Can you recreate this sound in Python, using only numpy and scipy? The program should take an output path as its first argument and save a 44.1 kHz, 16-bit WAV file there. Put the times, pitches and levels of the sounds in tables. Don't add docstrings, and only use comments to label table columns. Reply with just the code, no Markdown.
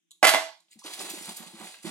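import sys
import numpy as np
from scipy import signal
from scipy.fft import rfft, irfft
from scipy.io import wavfile
from scipy.ndimage import uniform_filter1d

SR = 44100
rng = np.random.default_rng(int(sys.argv[2]) if len(sys.argv) > 2 else 0)


def nominal_scale(level):
    x = np.asarray(level, float) / 20
    return 10 ** x


def master(y):
    cut = np.clip(np.atleast_2d(y).T, -1, 1)
    pcm = np.round(cut * 32767)
    wavfile.write(sys.argv[1], SR, pcm.astype(np.int16))


N = 83790

# start_s, crackle_db, rustle_db
HANDLING = [(0.67, -86, -78), (0.704, -61.5, -77), (0.728, -48.5, -85), (0.782, -84.5, -66),
            (0.792, -50.5, -63.5), (0.83, -61, -80), (0.844, -43.5, -48.5), (0.908, -46, -50),
            (0.936, -36.5, -54.5), (0.968, -48.5, -54), (1.016, -34.5, -39.5), (1.032, -40.5, -46),
            (1.23, -43, -52), (1.292, -41, -45.5), (1.358, -49, -64), (1.372, -42, -50.5),
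            (1.412, -50, -51), (1.512, -49.5, -56.5), (1.594, -50.5, -50), (1.614, -45, -42.5),
            (1.686, -45, -55), (1.816, -57, -65), (1.864, -39.5, -40), (1.9, -44, -43.5)]
# freq_hz, balance_db
BAG_BALANCE = [(60, -3.5), (110, 1), (200, -18.5), (380, -11), (700, -4.5), (1290, -4.0), (2380, -2.5),
               (4400, -0.5), (8120, -1), (15000, -9.5)]
# freq_hz, lag_rad
BAG_LAG = [(0, 0), (340, -0.5), (1120, 0.5), (2240, 0.93), (4130, 2), (4390, 5), (5430, 5), (6370, 8),
           (10600, 7.5), (12100, 8.5), (12500, 5), (14000, 7), (15800, 7.5), (16500, 8.5)]


def rms_one(x):
    return x / np.sqrt(np.mean(x ** 2) + 1e-20)


def at_hz(points, hz):
    table_hz, value = np.array(points).T
    return np.interp(np.log(np.maximum(hz, 1)), np.log(np.maximum(table_hz, 1e-300)), value)


def band_pass(x, low_hz, high_hz):
    return signal.sosfilt(signal.butter(2, [low_hz, high_hz], "band", fs=SR, output="sos"), x)


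def colour(x, points, share=1):
    size = 4096
    curve_db = share * at_hz(points, np.fft.rfftfreq(size, 1 / SR))
    cepstrum = irfft(curve_db * np.log(10) / 20)
    cepstrum[1:size // 2] *= 2
    cepstrum[size // 2 + 1:] = 0
    response = irfft(np.exp(rfft(cepstrum)))
    return signal.fftconvolve(x, response)[:N]


def place(x, balance, lag):
    turn = np.exp(-1j * at_hz(lag, np.fft.rfftfreq(2 * N, 1 / SR)))
    lagged = irfft(rfft(x, 2 * N) * turn)[:N]
    return np.array([colour(x, balance, share=.5), colour(lagged, balance, share=-.5)])


def drift(rate_hz):
    r = np.exp(-2 * np.pi * rate_hz / SR)
    return rms_one(signal.lfilter([1], [1, -2 * r, r * r], rng.standard_normal(2 * N))[N:])


def grains(per_s, spread_db):
    present = rng.random(N) < per_s / SR
    size = nominal_scale(spread_db * np.minimum(rng.exponential(1, N), 4))
    return present * size * rng.choice([-1, 1], N)


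def ring(clicks, hz, t60_s):
    r = nominal_scale(-60 / (t60_s * SR))
    w = 2 * np.pi * hz / SR
    return signal.lfilter([0, np.sin(w)], [1, -2 * r * np.cos(w), r * r], clicks + 1e-18)


def burst(start_s, level_db, fall_s):
    t = np.arange(N) / SR - start_s
    return nominal_scale(level_db) * (t >= 0) * np.exp(-np.maximum(t, 0) / fall_s)


def noise_floor():
    # (per Hz, relative)
    floor_colour = [(18, -64), (30, -31.5), (118, -35.5), (170, 15), (210, -9.5), (259, -13), (336, 2.5),
                    (426, -26), (1190, -27), (3490, -12.5), (4300, -32), (6210, -16), (16000, -38)]
    level_db = -71.5
    noise = rng.standard_normal((2, N))
    return nominal_scale(level_db) * np.array([rms_one(colour(side, floor_colour)) for side in noise])


def ticks():
    # start_s, level_db
    tick_times = [(0.1085, -38), (0.1154, -35.5), (0.1195, -66), (0.1368, -69), (0.144, -67.5),
                  (0.6023, -47.5), (0.605, -50)]
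    # (per Hz, relative)
    ice_colour = [(470, -88), (800, -60.5), (1070, -10), (1550, -57), (2130, -20.5), (2470, -42),
                  (2630, -22), (3880, -3.5), (5180, -18), (7260, -5.5), (9220, -12), (11100, -12),
                  (16000, -33.5)]
    fall_s = 0.0029
    touch = sum(burst(start_s, level_db, fall_s) for start_s, level_db in tick_times)
    sound = colour(touch * grains(9000, 1.0), ice_colour)
    return place(sound * touch.max() / np.abs(sound).max(), BAG_BALANCE, BAG_LAG)


def cube():
    # start_s, level_db, rattle_s (time constant), treble_db (relative)
    hits = [(0.2284, -11.5, 0.015, -8.5), (.243, -18, 0.0082, -0.5), (0.25, -18, 0.0087, 0),
            (0.27, -21.5, 0.015, 8), (0.281, -21, 0.0047, -3), (0.292, -35.5, 0.0043, 22.5),
            (0.32, -33, .008, -17.5), (0.337, -18.5, 0.012, -6.5), (0.346, -22, 0.0059, -6),
            (.352, -26.5, 0.0057, -8.5), (0.372, -35, 0.005, -8), (0.406, -72, 0.0052, 8.5)]
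    # freq_hz, level_db (relative), t60_s
    hopper_modes = [(315, -19, 0.3), (452, -28, 0.048), (652, 2.5, 0.14), (820, 0.5, 0.023),
                    (906, -5, 0.14), (1108, 2.5, 0.036), (1119, -8, 0.095), (1180, -11, 0.033),
                    (1360, -17, 0.02), (1508, -10, 0.025), (1998, 1.5, 0.16), (2062, 3, .07),
                    (2260, 1.5, 0.02), (2434, -5.5, 0.096)]
    # (per Hz, relative)
    crack_colour = [(35, -78.5), (60, -33), (290, -11.5), (586, -22), (644, 4), (1690, 0.5), (2040, -6),
                    (2970, -3.5), (11600, -10), (15400, -29), (16500, -56.5)]
    # freq_hz, balance_db
    hopper_balance = [(60, 0.5), (110, 6.5), (200, -4), (380, -6.5), (700, -9), (1290, -8), (2380, -5.5),
                      (4400, -3.5), (8120, -1.5), (15000, -4.5)]
    # freq_hz, lag_rad
    hopper_lag = [(300, 0), (860, 0.03), (2580, 0.87), (4200, 1.58), (7240, 0.85), (14000, .5)]
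    rattle_per_s, split_hz = 2800, 2030
    knock_db, crack_db, mode_spread_db = -29.5, -2, 6

    low_env = sum(burst(s, db, rattle_s) for s, db, rattle_s, _ in hits)
    high_env = sum(burst(s, db + treble_db, rattle_s) for s, db, rattle_s, treble_db in hits)
    contacts = grains(rattle_per_s, 2.1)
    for start_s, *_ in hits:
        contacts[int(start_s * SR) + 1] = 1.33

    modes = 0
    for hz, level_db, t60_s in hopper_modes:
        uneven = nominal_scale(level_db + mode_spread_db * rng.standard_normal(N))
        modes = modes + ring(contacts * low_env * uneven, hz, t60_s)

    crack = rms_one(colour(contacts + 0.12 * rng.standard_normal(N), crack_colour))
    low, high = (signal.sosfilt(signal.butter(2, split_hz, kind, fs=SR, output="sos"), crack)
                 for kind in ("low", "high"))
    crack = low * low_env - high * high_env
    return place(nominal_scale(knock_db) * modes + nominal_scale(crack_db) * crack, hopper_balance, hopper_lag)


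def patchy(x, depth_db):
    edges = np.geomspace(250, 19000, 10)
    out = 0
    for k, (low_hz, high_hz) in enumerate(zip(edges, edges[1:])):
        out = out + band_pass(x, low_hz, high_hz) * nominal_scale(depth_db * drift(49)) * (-1) ** k
    return out


def snaps():
    # start_s, level_db (relative peak), centre_hz, fall_s, half_width_oct
    snap_times = [(0.6834, -49.5, 3370, 0.006, 0.46), (0.7105, -41.5, 7360, 0.006, 0.19),
                  (0.732, -57, 3820, 0.006, 0.48), (0.7903, -33.5, 6490, 0.01, 0.56),
                  (0.7925, -48, 5680, 0.006, 0.23), (0.816, -46, 1040, 0.006, 0.17),
                  (0.84, -30.5, 5450, 0.006, 0.26), (0.8544, -39, 1040, 0.007, 0.26),
                  (0.8782, -32, 1086, 0.0042, 0.63), (0.928, -45, 8600, 0.006, 0.56),
                  (0.9927, -23.5, 4260, 0.0033, 0.44), (1.0057, -34, 1083, 0.006, 0.3),
                  (1.0985, -26.5, 10200, 0.006, 0.45), (1.102, -24.5, 7350, 0.006, 0.64),
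                  (1.2244, -28, 7500, 0.006, 0.61), (1.2564, -28, 8600, 0.006, 0.5),
                  (1.3654, -30, 7560, 0.009, 0.5), (1.3698, -26, 10150, 0.0069, 0.44),
                  (1.6123, -34, 1088, 0.0027, 0.96), (1.67, -31.5, 2260, 0.0056, 0.42),
                  (1.7416, -34, 2200, 0.0068, 0.71), (1.788, -43.5, 2280, 0.0096, 0.27),
                  (1.829, -34, 8860, 0.0048, 0.44), (1.864, -45, 1900, 0.0043, 0.17)]
    trim_db = -4.5
    source = grains(8000, 1.9)
    out = 0
    for start_s, level_db, hz, fall_s, half_width_oct in snap_times:
        spread = 2 ** half_width_oct
        snap = band_pass(source * burst(start_s, 0, fall_s) + 1e-18, hz / spread, hz * spread)
        out = out + nominal_scale(level_db + trim_db) * snap / np.abs(snap).max()
    return out


def bag():
    # (per Hz, relative)
    film_colour = [(1180, -23), (2000, -2), (4390, 3), (5570, -3.5), (7390, 1.5), (10200, -2.5),
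                   (15200, -15.5), (16100, -9), (16500, -41)]
    # (per Hz, relative)
    rustle_colour = [(240, -29.5), (400, 2), (449, -3.5), (706, 0), (770, 2.5), (1500, -5), (2180, -5),
                     (4000, -8.5), (5200, -30), (8800, -120)]
    crackle_per_s, rustle_per_s = 5300, 2500
    grain_spread_db, clump_db, patch_db, trim_db = 3.5, 1.5, 1.5, -5.0

    start_s, crackle_db, rustle_db = np.transpose(HANDLING)
    t = np.arange(N) / SR
    clumps = clump_db * drift(52)
    out = 0
    for level_db, per_s, spectrum in ((crackle_db, crackle_per_s, film_colour),
                                      (rustle_db, rustle_per_s, rustle_colour)):
        sound = rms_one(colour(grains(per_s, grain_spread_db), spectrum))
        out = out + sound * nominal_scale(np.interp(t, start_s, level_db, left=-120) + trim_db + clumps)
    return place(patchy(out, patch_db) + snaps(), BAG_BALANCE, BAG_LAG)


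def bumps():
    # start_s, level_db (relative), upper_db (added to the upper two modes), balance_db (L-R)
    bump_times = [(0.76, -29, -33, 5), (0.85, -36.5, -0.5, -1.5), (0.993, -39.5, 3, -9),
                  (1.036, -34, -4, 11), (1.107, -30, 2, -3.0), (1.137, -33, 6, -6), (1.17, -36, -9, -12),
                  (1.209, -37, -12, -16), (1.278, -24, -16, 1), (1.309, -33, -20, 6),
                  (1.402, -29.5, -12, -14.5), (1.466, -39, -49, -28), (1.536, -26.5, -14, 3.5),
                  (1.604, -20.5, -13.5, -8.5), (1.639, -32, -28, -15), (1.728, -85, -8, 17),
                  (1.779, -41.5, -41, -9), (1.847, -19.5, -3.5, -7.5), (1.867, -23.5, -31, -21.5),
                  (1.887, -23, -15, 5)]
    # freq_hz, level_db (relative), t60_s
    counter_modes = [(182, 6.5, 0.108), (224, 4.5, 0.081), (332, 8.5, 0.09), (365, 7, 0.068)]
    soft_hz, trim_db, rumble_s, lead_s = 375, -15.5, 0.0051, 0.006
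    shift_db = -4.5

    handling_s, _, rustle_db = np.transpose(HANDLING)
    shifting = nominal_scale(np.interp(np.arange(N) / SR, handling_s, rustle_db, left=-120) + shift_db)
    soft = signal.butter(4, soft_hz, fs=SR, output="sos")
    sides = np.array([[.5], [-.5]])
    out = np.zeros((2, N))
    for k, (hz, mode_db, t60_s) in enumerate(counter_modes):
        push = shifting
        for start_s, level_db, upper_db, balance_db in bump_times:
            blow = burst(start_s - lead_s, level_db + upper_db * (k > 1), rumble_s)
            push = push + blow * nominal_scale(balance_db * sides)
        jostle = rng.choice([-1, 1], N) / np.sqrt(rumble_s * SR)
        out += ring(signal.sosfilt(soft, nominal_scale(mode_db + trim_db) * push * jostle), hz, t60_s)
    return out


def kitchen(x):
    # freq_hz, t60_s
    room_t60 = [(60, 0.17), (250, 0.14), (700, 0.36), (2000, 0.34), (5000, 0.46), (9000, 0.39),
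                (14000, 0.33)]
    # freq_hz, share (0 to 1)
    room_likeness = [(100, .5), (500, 0.57), (2000, .4), (4000, 0.24), (9000, 0.78)]
    delay_s, level_db = 0.0018, -3.5

    t = np.arange(SR // 2 + SR // 4) / SR
    white = rng.standard_normal((2, 3, len(t)))
    edges = 50 * 2 ** np.arange(0, 8.6, .5)
    tail = 0
    for k, (low_hz, high_hz) in enumerate(zip(edges, edges[1:])):
        centre_hz = np.sqrt(low_hz * high_hz)
        shared, *own = band_pass(white[k % 2], low_hz, high_hz)
        alike = at_hz(room_likeness, centre_hz)
        mixed = np.sqrt(alike) * shared + np.sqrt(1 - alike) * np.array(own)
        tail = tail + mixed * nominal_scale(-60 * t / at_hz(room_t60, centre_hz))
    tail = tail * (t > delay_s)
    tail = tail / np.sqrt(np.sum(tail ** 2) / 2)
    return nominal_scale(level_db) * signal.fftconvolve(x, tail, axes=1)[:, :N]


def scene():
    dry = ticks() + cube() + bag() + bumps()
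    return dry + kitchen(dry) + noise_floor()


def suppress(x):
    # freq_hz, level_db (per bin)
    hush = [(200, -85), (500, -83), (1000, -90), (4000, -85.5), (8000, -84.5), (14000, -83.5)]
    deepest_db = -7
    hz, _, bins = signal.stft(x, SR, nperseg=512)
    power = np.mean(np.abs(bins) ** 2, axis=0)
    power = uniform_filter1d(power, size=3, axis=1)
    power = uniform_filter1d(power, size=5, axis=0)
    threshold = nominal_scale(at_hz(hush, hz))[:, None]
    gain = np.maximum(1 - threshold / np.sqrt(power + 1e-20), nominal_scale(deepest_db))
    return signal.istft(bins * gain, SR, nperseg=512)[1][:, :N]


def low_pass(x):
    return signal.sosfilt(signal.butter(12, 16880, fs=SR, output="sos"), x)


def record(dry):
    bass_cut_hz, leak_db = 214.6, -26.5
    bass_cut = signal.butter(5, bass_cut_hz, "high", fs=SR, output="sos")
    heard = signal.sosfilt(bass_cut, dry) + nominal_scale(leak_db) * dry
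    mix = suppress(np.tanh(heard))
    return low_pass(mix)


dry = scene()
out = record(dry)
master(out)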